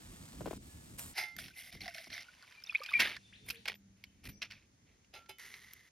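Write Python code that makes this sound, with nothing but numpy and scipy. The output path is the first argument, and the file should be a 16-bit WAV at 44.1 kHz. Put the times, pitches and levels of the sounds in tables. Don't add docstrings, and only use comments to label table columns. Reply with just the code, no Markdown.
import sys
import numpy as np
from scipy import signal
from scipy.fft import rfft, irfft, next_fast_len
from scipy.io import wavfile
from scipy.ndimage import uniform_filter1d

SR = 44100
rng = np.random.default_rng(int(sys.argv[2]) if len(sys.argv) > 2 else 0)


def voltage_ratio(decibels):
    exponent = np.asarray(decibels, float) / 20
    return 10 ** exponent


def log_audio(samples):
    frames = np.atleast_2d(samples).T
    limited = np.clip(frames, -1, 1)
    pcm = np.round(limited * 32767).astype(np.int16)
    wavfile.write(sys.argv[1], SR, pcm)


N = 260631

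CUTS_S = (1.137, 2.235, 3.172, 3.762, 4.66, 5.128, 5.38, 5.89)


def read(points, hz):
    f, value = np.transpose(points)
    return np.interp(np.log(hz + 1), np.log(f + 1), value)


def evened(x):
    return x / np.sqrt(np.mean(x ** 2) + 1e-20)


def coloured(x, colour):
    size = next_fast_len(len(x) + 4096)
    hz = np.fft.rfftfreq(size, 1 / SR)
    filtered = irfft(rfft(x, size) * voltage_ratio(read(colour, hz)), size)
    return evened(filtered[:len(x)])


def wander(hz):
    width = int(SR / hz)
    once = uniform_filter1d(rng.standard_normal(N), width)
    return evened(uniform_filter1d(once, width))


def add(mix, s, sound, pan_db=0):
    part = mix[:, round(s * SR):][:, :len(sound)]
    sides = voltage_ratio(np.array([[.5], [-.5]]) * pan_db)
    part += sides * sound[:part.shape[1]]


def dying(seconds, t60, rise):
    t = np.arange(round(seconds * SR)) / SR
    return t, (1 - np.exp(-t / rise)) * voltage_ratio(-60 * t / t60)


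def air():
    # (hz, relative_db)
    airs = [(0, -69.5, -65, [(180, -29), (300, -4), (1300, -33.5), (1690, -16.5), (2210, -10.5), (8360, -6),
            (9550, -8.5), (10600, -52), (11700, -16.5), (14500, -27), (16000, -19)], [(180, -25), (300, 10),
            (519, -1), (7950, -8), (10200, -2), (11700, -13), (12500, -40), (13500, -9), (16000, -13)]),
            (1.137, -70.5, -71, [(180, -47), (300, -4.5), (915, -12), (1300, -14), (2520, -2), (5700, -6),
            (6960, -9), (7320, -43.5), (8640, -34), (9090, -22.5), (10600, -22), (13100, -27),
            (16000, -58.5)], [(180, -43.5), (300, -10), (2320, -11), (2570, -6), (3950, -25), (8500, -6),
            (9880, -16), (10900, -44), (16000, -22)]), (3.763, -77.5, -76, [(180, -45), (300, 1),
            (1010, -7.5), (2140, -2.5), (2840, -8.5), (6100, -6), (6850, -5), (7200, -92), (8640, -62),
            (9090, -17), (10200, -16), (12500, -21), (16000, -46)], [(180, -25), (300, -8), (2070, -18),
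            (2980, -13.5), (4020, -22), (6620, -10), (8940, -19), (10700, -34), (16000, -33)])]
    out = np.zeros((2, N))
    starts = [round(row[0] * SR) for row in airs] + [N]
    for k, (_, mid_db, side_db, mid_colour, side_colour) in enumerate(airs):
        span = slice(starts[k], starts[k + 1])
        noise = rng.standard_normal((2, starts[k + 1] - starts[k]))
        mid = voltage_ratio(mid_db) * coloured(noise[0], mid_colour)
        side = voltage_ratio(side_db) * coloured(noise[1], side_colour)
        out[:, span] = mid + side, mid - side
    return out * voltage_ratio(0.65 * wander(hz=7.7))


def wind():
    # start_s, level_db
    steady = [(0, -55.5), (1.135, -73.5), (2.235, -76.5), (2.989, -70), (4.62, -73)]
    # hz, relative_db
    rumble_colour = [(21, -33), (36, -8.5), (78, -0.5), (119, -5), (232, -7), (301, -11.5), (386, -19.5),
                     (700, -32), (910, -48), (1540, -120)]
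    # peak_s, level_db
    gusts = [(.45, -50), (.93, -63), (1.401, -56), (1.77, -59), (2.089, -63), (3.001, -64), (3.5, -55),
             (4.3, -60.5), (4.54, -69.5), (5.16, -76)]
    rise_db_per_s, fall_db_per_s = 250.5, 133.5
    t = np.arange(N) / SR
    starts, calm_db = np.transpose(steady)
    peaks, gust_db = np.transpose(gusts)[:, :, None]
    gusts_db = gust_db - np.maximum(rise_db_per_s * (peaks - t), fall_db_per_s * (t - peaks))
    current = np.maximum(np.searchsorted(starts, t, "right") - 1, 0)
    calm = uniform_filter1d(voltage_ratio(calm_db)[current], size=400)
    level = calm * voltage_ratio(2.5 * wander(hz=23)) + voltage_ratio(gusts_db.max(0) + 5.5 * wander(hz=30.2))
    common = coloured(rng.standard_normal(N), rumble_colour)
    apart = coloured(rng.standard_normal(N), rumble_colour)
    return level * np.array([common + voltage_ratio(-18.5) * apart, common - voltage_ratio(-10.5) * apart])


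def hum():
    # pitch_hz, level_db (raised 1.5 dB below)
    tones = [(107.7, -72.5), (199.2, -72)]
    t = np.arange(N) / SR
    on = uniform_filter1d(1. * (t > 2.99) * (t < 4.58), size=800)
    out = np.zeros(N)
    for hz, db in tones:
        level = voltage_ratio(db + 1.5 + 2.7 * wander(hz=8))
        pitch = hz + 4 * wander(hz=6.7)
        out += level * np.sin(2 * np.pi * np.cumsum(pitch) / SR)
    return on * out


def chirp(db, from_hz, to_hz, length):
    t = np.arange(round(length * SR)) / SR
    pitch = from_hz + (to_hz - from_hz) * t / length
    return voltage_ratio(db) * np.hanning(len(t)) ** 0.13 * np.sin(2 * np.pi * np.cumsum(pitch) / SR)


def echoes(x, t60, db):
    t, shape = dying(.3, t60, rise=0.0085)
    tail = rng.standard_normal((2, len(t))) * shape
    tail /= np.linalg.norm(tail[0])
    return x + voltage_ratio(db) * signal.oaconvolve(x, tail, axes=1)[:, :N]


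def blade_ring(db):
    t, shape = dying(0.24, t60=0.1, rise=0.0012)
    return voltage_ratio(db) * shape * np.sin(2 * np.pi * 12040 * t)


def knock(db, best_hz, damped_hz):
    # pitch_hz, relative_db, free t60_s
    mug = [(385, -6, .15), (850, -4, .4), (1362, -10, .5), (2095, -6, .5), (2200, -8, .18), (2310, -6, .1),
           (2520, -9, .2), (2650, -5, .13), (2900, -9, .18), (3045, -9, .35), (3510, -7, .22),
           (4030, -4, .11), (4980, -4, .13), (6180, -14, .1)]
    hz, mode_db, t60 = np.transpose(mug)[:, :, None]
    t = np.arange(SR // 2) / SR
    t60 = t60 * np.where(np.isin(hz, damped_hz), 0.28, 1)
    level_db = mode_db + 6 * (hz == best_hz) - 60 * t / t60
    modes = voltage_ratio(level_db) * np.sin(2 * np.pi * (hz * t + rng.random(hz.shape)))
    x = modes.sum(0) * (1 - np.exp(-t / .0015))
    return voltage_ratio(db) * x / abs(x).max()


def tick(db):
    # hz, relative_db
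    tick_colour = [(500, -28), (1500, -7.5), (6000, -2), (9000, -10.5), (13000, 6), (16000, -22)]
    t, shape = dying(.03, t60=0.013, rise=0.00011)
    x = shape * coloured(rng.standard_normal(len(t)), tick_colour)
    return voltage_ratio(db) * x / abs(x).max()


def pop(db):
    t, shape = dying(0.011, t60=0.046, rise=0.0011)
    pitch = 250 + 1580 * np.exp(-t / 0.001554)
    grit = coloured(rng.standard_normal(len(t)), [(150, -34), (500, 4), (1500, -15.5), (3000, -21), (8000, -32)])
    return voltage_ratio(db - 5.5) * shape * (np.sin(2 * np.pi * np.cumsum(pitch) / SR) + 0.46 * grit)


def snap(db, hz):
    t, shape = dying(0.067, t60=0.046, rise=0.00083)
    force = rng.standard_normal(len(t)) * (1 + 3 * np.exp(-t / 0.0018))
    crack_colour = [(400, -24), (1200, 5.5), (5500, 14), (7500, -31), (12000, -16), (16000, -40)]
    crack = coloured(force * voltage_ratio(-60 * t / 0.054), crack_colour)
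    r = np.exp(-np.pi * .16 * hz / SR)
    body = signal.lfilter([1, 0, -1], [1, -2 * r * np.cos(2 * np.pi * hz / SR), r * r], force) * shape
    x = body / abs(body).max() + crack / abs(crack).max()
    return voltage_ratio(db - 4) * x / abs(x).max()


def drip(db, hz, rise_share, t60):
    t, swell = np.arange(round(.3 * SR)) / SR, .08 * t60
    shape = np.minimum(t / swell, 1) ** 0.44 * voltage_ratio(-60 * np.maximum(t - swell, 0) / t60)
    pitch = hz * (1 + rise_share * (1 - np.exp(-t / (swell + 0.002))))
    bubble = shape * np.sin(2 * np.pi * np.cumsum(pitch) / SR)
    tick_colour = [(800, -13), (3000, 19), (6500, -14), (9000, -17), (16000, -32)]
    landing = voltage_ratio(-21 - 60 * t / 0.011) * coloured(rng.standard_normal(len(t)), tick_colour)
    return voltage_ratio(db) * (bubble + landing)


def bubbles():
    count, pour_from_s, pour_to_s = 40, 1.5, 2.22
    low_hz, high_hz = 1500, 5500
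    when, size, pitch, glide = rng.random((count, 4)).T
    start = np.interp(when, [0, 1], [pour_from_s, pour_to_s])
    hz = low_hz * (high_hz / low_hz) ** pitch ** 2
    t60 = 55 / hz
    return np.transpose([start, -52 - 17 * size, hz, .15 * glide, t60])


def action(start, peak, db, fade_db, treble_db, end):
    grains = [(0, 3000, 2.7, 0.016, -9, [(240, -35.5), (400, -17), (484, 0), (2690, -4.5), (7000, -5),
              (9100, -31), (15400, -120)]), (1.1, 5150, 3.6, 0.0092, -4, [(240, -58.5), (400, -35),
              (546, -18.5), (728, 2), (1200, -21), (1290, -7), (2090, 1.5), (3290, -8.5), (5130, -1.5),
              (7000, -19), (9100, -63), (15400, -120)]), (1.355, 1213, 1.6, 0.027, 1, [(240, -62.5),
              (400, -22.5), (702, -6.5), (947, -22.5), (1190, -18), (2140, 1), (2650, -5.5), (5580, -5.5),
              (7000, -23.5), (9100, -64), (15400, -120)]), (2.23, 2017, 4.9, 0.017, 4.5, [(240, -60),
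              (400, -18.5), (2470, -2), (3850, -11), (4830, -7.5), (7000, -26.5), (9100, -58.5),
              (15400, -120)]), (2.98, 2558, 2.4, 0.0042, 2, [(120, -28.5), (200, -7), (1120, -14),
              (1250, -9.5), (2070, 2.5), (4680, -11), (7000, -25), (9100, -56), (15400, -120)]),
              (3.4, 2477, 6.6, 0.011, 0, [(240, -43), (400, -8.5), (1290, -17.5), (2470, -3.5), (3540, -10),
              (5380, -16), (7000, -29.5), (9100, -58), (15400, -120)]),
              (3.9, 2975, 2.9, 0.0031, -2.5, [(240, -46), (400, -16.5), (1080, -19), (2530, -1),
              (2990, -9.5), (5640, -13.5), (7000, -27), (9100, -60.5), (15400, -120)]),
              (4.8, 2005, 3.9, 0.0056, -4, [(240, -32), (400, 0), (1570, -18), (1990, -0.5), (7000, -24),
              (9100, -53), (15400, -120)]), (5.11, 2905, 2.4, 0.0042, -14, [(180, -48), (300, -14),
              (380, -9.5), (861, -1.5), (982, -13), (2610, -3.5), (7000, -16), (9100, -48), (15400, -120)]),
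              (5.35, 1982, 1.9, 0.013, -5.5, [(240, -47), (400, -9), (514, -25), (1340, -11), (1550, -10.5),
              (2040, 5), (2350, -9.5), (5580, -12.5), (7000, -13), (9100, -52), (15400, -120)])]
    _, per_s, spread_db, decay, rings_db, colour = [row for row in grains if row[0] <= peak][-1]
    t = np.arange(start, end, 1 / SR)
    rise_db = 28 * (t - peak) / max(peak - start, 1e-3)
    swing_db = np.where(t < peak, rise_db, fade_db * (peak - t))
    body_db = db + swing_db
    treble_db = db + treble_db + 1.11 * swing_db

    hit, size = rng.random(len(t)), rng.exponential(1, len(t))
    grain = (hit < per_s / SR) * voltage_ratio(spread_db * np.minimum(size, 4))
    power = signal.lfilter([1], [1, -np.exp(-np.log(1e6) / (decay * SR))], grain ** 2)
    puffs = np.sqrt(power + 0.042) * rng.standard_normal(len(t))

    kind = (hit * SR / per_s * 30).astype(int)
    rings = np.zeros(len(t))
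    for k, hz in enumerate(np.geomspace(600, 6600, num=30)):
        r = np.exp(-hz / (6 * SR))
        turn = 2 * np.pi * hz / SR
        rings += hz * signal.lfilter([np.sin(turn)], [1, -2 * r * np.cos(turn), r * r], grain * (kind == k))

    x = coloured(evened(puffs) * np.sqrt(22050 / 6000) + voltage_ratio(rings_db) * evened(rings), colour)
    body = signal.sosfiltfilt(signal.butter(8, 7000, fs=SR, output="sos"), x)
    main = signal.sosfilt(signal.butter(4, [3000, 6500], "band", fs=SR, output="sos"), x)
    treble = coloured(puffs, [(6000, -50), (7000, -5), (9000, -3.5), (16000, -12)])
    x = voltage_ratio(body_db) * body / np.std(main) + voltage_ratio(treble_db + 7) * treble
    return x * signal.windows.tukey(len(t), 100 / len(t))


def hollow(x):
    # start_s, end_s, pitch_hz
    hollows = [(1.13, 1.295, 2100), (1.5, 2.235, 2090), (2.632, 2.976, 2400)]
    width_hz, ring_db = 130, 3.5
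    t, out = np.arange(N) / SR, x.copy()
    for start, end, hz in hollows:
        inside = x * (t > start) * (t < end)
        out += voltage_ratio(ring_db) * signal.lfilter(*signal.iirpeak(hz, hz / width_hz, SR), inside)
    return out


def treble_gaps(x):
    # (hz, gain_db)
    gaps = [([(9500, 0), (9900, -29), (10900, -25), (11300, -1), (13700, -1.5), (14200, -21), (15200, -26),
            (15500, -5.5)], [(1000, 2), (11300, -1.5), (11800, -40), (13000, -38), (13400, 1)]),
            ([(6800, -3), (7200, -57), (8700, -31.5), (9100, -2), (13700, 0), (14300, -38.5)],
            [(1500, -11.5), (3000, -27), (5000, -19), (6200, -4.5), (10200, -2.5), (10600, -39),
            (13300, -39.5), (13700, 0)])]
    size, late = next_fast_len(N, True), np.arange(N) >= CUTS_S[0] * SR
    hz, out = np.fft.rfftfreq(size, 1 / SR), np.zeros((2, N))
    for (mid_gaps, side_gaps), shot in zip(gaps, (~late, late)):
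        z = rfft(x * shot, size)
        mid = irfft(z * voltage_ratio(read(mid_gaps, hz)), size)[:N]
        side = irfft(1j * z * voltage_ratio(read(side_gaps, hz)), size)[:N]
        out += mid + side, mid - side
    return out


def scene():
    # start_s, level_db, from_hz, to_hz, length_s
    chirps = [(0, -74, 865, 888, 0.33), (0, -75.5, 1833, 1833, 0.21), (0.684, -72, 1703, 1708, 0.16),
              (3.23, -67.5, 3580, 3520, 0.065), (3.37, -73, 3540, 3590, 0.11),
              (3.325, -55, 1480, 3820, 0.019), (3.349, -58.5, 3050, 4340, 0.014),
              (3.405, -69.5, 406, 447, 0.046), (3.52, -65, 480, 440, 0.068), (3.536, -56, 1410, 3600, .025),
              (3.562, -58, 3080, 4700, 0.015), (4.066, -68, 3050, 3010, 0.012),
              (4.287, -68, 5750, 5940, 0.11), (4.3, -79, 4610, 4800, 0.085),
              (4.318, -79.5, 2306, 2390, 0.09)]
    # start_s, level_db
    blade_rings = [(3.46, -62), (3.505, -51), (3.748, -58), (4.29, -49.5)]
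    # start_s, peak_db, left_right_db, best_struck_hz, damped modes (hz)
    knocks = [(1.165, -44, -3, 2095, (850, 1362, 3045, 385)), (1.18, -35, -3, 4980, (850, 3045, 2650, 385)),
              (1.198, -41, -3, 2095, (1362, 3045, 385)), (1.235, -40, -3, 2095, (850, 1362, 3045, 385)),
              (5.137, -47, -4, 4980, (850, 2095, 3045, 385)),
              (5.159, -45, -2, 1362, (850, 2095, 3045, 385)), (5.292, -42, -3, 3045, (850, 2095, 1362))]
    # start_s, peak_db
    ticks = [(.9932, -31.5), (1.3653, -37.5), (1.3872, -43), (2.638, -48), (2.836, -46), (3.0022, -27),
             (3.68, -39.5), (3.49, -35.5), (3.505, -27), (4.04, -50.5), (4.419, -54), (5.293, -48),
             (5.385, -47), (5.7347, -36)]
    # start_s, drive_db, left_right_db
    pops = [(0.337, -50, 10), (0.407, -33, 5.5), (0.415, -38, -14), (0.458, -26, 1), (0.462, -33.5, 8),
            (0.473, -32, 10.5), (0.48, -37, -19.5), (0.509, -27.5, 5), (0.53, -29, 4), (1.751, -46.5, -2),
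            (2.07, -44, -1)]
    # start_s, drive_db, centre_hz
    snaps = [(1.365, -37.5, 1810), (1.3875, -30.5, 1668), (1.4044, -41, 5360), (1.4397, -36, 2580),
             (1.4603, -36.5, 2700), (1.482, -38, 1800), (1.8081, -42, 4140), (1.8576, -30.5, 1980),
             (1.879, -28.5, 1864), (1.946, -29.5, 2030), (1.9819, -30.5, 1900), (2.042, -40, 5490),
             (2.1025, -34.5, 2015), (2.128, -34, 2290), (2.1477, -33.5, 1886), (2.1784, -33, 1945),
             (2.2227, -44.5, 2160), (2.4247, -44.5, 4750), (2.5232, -41.5, 2014), (2.8347, -33.5, 5050),
             (2.8612, -30, 2503), (2.9978, -22.5, 2380), (3.0023, -12, 2530), (3.016, -19.5, 2010),
             (3.1657, -33, 1726), (3.487, -31.5, 2316), (3.5008, -25, 2800), (3.506, -22, 2580),
             (3.6575, -29.5, 1924), (3.678, -28, 2370), (3.6818, -20, 2140), (4.039, -33.5, 2336),
             (4.4188, -28, 3400), (4.4268, -26, 2740), (4.51, -35, 2500), (4.5198, -33.5, 1915),
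             (5.0455, -56, 2730), (5.26, -51, 1900), (5.3844, -46, 2200), (5.54, -33, 2066)]
    # start_s, level_db, pitch_hz, pitch rise as a share, t60_s
    drips = [(1.817, -39, 4140, 0.068, 0.016), (1.835, -55, 750, 0.071, 0.077),
             (1.862, -43, 743, -0.023, 0.054), (1.882, -42, 735, -0.074, 0.058),
             (1.953, -52, 734, -0.12, 0.045), (1.985, -51, 707, -0.076, 0.042), (2.0, -56, 684, -.05, .04),
             (2.123, -42, 4200, -0.013, 0.018), (2.14, -42.5, 5900, -.02, .02),
             (2.285, -52, 1430, 0.03, .04), (2.427, -55, 1500, -0.04, 0.033),
             (2.57, -54, 2380, -0.0046, 0.17), (2.638, -39, 5270, -0.015, 0.017),
             (2.65, -52, 2520, .04, 0.018), (2.663, -48, 5760, .02, 0.017),
             (2.671, -43.5, 3600, 0.038, 0.023), (2.695, -30, 2660, -.09, 0.033),
             (2.705, -49, 5300, 0, .02), (2.711, -46, 3390, .02, 0.027), (2.724, -47, 1110, 0.28, 0.02),
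             (2.742, -43, 2370, -.12, 0.064), (2.749, -22, 2340, -0.16, 0.014),
             (2.754, -20.5, 2253, .15, 0.029), (2.76, -44, 3200, 0.26, .03), (2.797, -48, 4300, 0, 0.011),
             (2.804, -45, 530, 0, 0.053), (2.804, -50.5, 2400, -0.075, .03),
             (2.816, -38.5, 1174, .04, 0.064), (2.85, -41.5, 2405, 0.016, 0.032),
             (2.885, -41.5, 2480, 0.028, 0.13), (2.889, -38.5, 1520, 0.15, 0.023),
             (2.89, -41.5, 3620, 0.0015, 0.031), (2.917, -38, 1200, 0.00076, 0.029),
             (2.932, -32.5, 2134, -0.019, 0.028), (2.938, -19, 2400, -0.069, 0.024),
             (2.94, -38.5, 1930, -0.011, 0.17), (2.947, -22.5, 2369, 0.0029, 0.11),
             (2.971, -35, 2300, -0.02, 0.049)]
    # start_s, peak_s, level_db, fade_db_per_s (negative grows), treble_offset_db
    actions = [(0, 0.001, -69, -4, -2.5), (0.579, 0.625, -72, 0, 0), (0.969, 0.986, -58, 80, 4),
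               (1.138, 1.182, -37.5, 213.5, -11.5), (1.376, 1.387, -48, 134, -8.5),
               (1.519, 1.583, -53, 78, -5.5), (1.707, 1.727, -51, 237.5, -14),
               (1.8, 1.808, -50.5, 74, -14.5), (1.935, 1.94, -53, 51, -11.5),
               (2.084, 2.124, -47.5, 68.5, -17.5), (2.234, 2.235, -68, -6, -16.5),
               (2.63, 2.649, -64.5, -40, -18), (2.986, 2.998, -28, 172, -19),
               (3.443, 3.485, -53.5, 211, -4.5), (3.65, 3.656, -47.5, 302, -23.5),
               (3.676, 3.676, -37, 339.5, -22.5), (3.949, 3.968, -80, 17.5, -11.5),
               (4.229, 4.242, -56.5, -120, -10), (4.278, 4.291, -53.5, 600, -7.5),
               (4.414, 4.42, -40, 470, -25), (4.498, 4.506, -54.5, 180, -22.5),
               (4.841, 4.872, -77.5, 85, -21), (5.128, 5.141, -53.5, 221, -14.5),
               (5.285, 5.293, -53, 480, -7.5), (5.38, 5.396, -55.5, 33, -10.5)]
    near, bird, rustle = np.zeros((3, 2, N))
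    for s, *row in chirps:
        add(bird, s, chirp(*row), 3)
    for s, db in blade_rings:
        add(near, s, blade_ring(db))
    for s, db, pan_db, *spot in knocks:
        add(near, s, knock(db, *spot), pan_db)
    for s, db in ticks:
        add(near, s, tick(db), -1.5)
    for s, db, pan_db in pops:
        add(near, s, pop(db), pan_db)
    for s, *row in snaps:
        add(near, s, snap(*row), -1.5)
    for s, *row in [*drips, *bubbles()]:
        add(near, s, drip(*row), -1.5)
    next_starts = [row[0] for row in actions[1:]] + [N / SR]
    for row, next_start in zip(actions, next_starts):
        next_cut = min(cut for cut in CUTS_S if cut > row[1])
        add(rustle, row[0], action(*row, min(next_start, next_cut)))
    wide = treble_gaps(hollow(rustle[0])) * voltage_ratio(0) * np.array([[1], [1]]) * voltage_ratio([[-.7], [.7]])
    background = air() + wind() + hum() + echoes(bird, t60=0.32, db=0.5)
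    return background + echoes(near, t60=0.013, db=-9) + wide


def band_limit(x):
    return signal.sosfilt(signal.butter(12, 16470, fs=SR, output="sos"), x)


def record(dry):
    return band_limit(dry)


dry = scene()
out = record(dry)
log_audio(out)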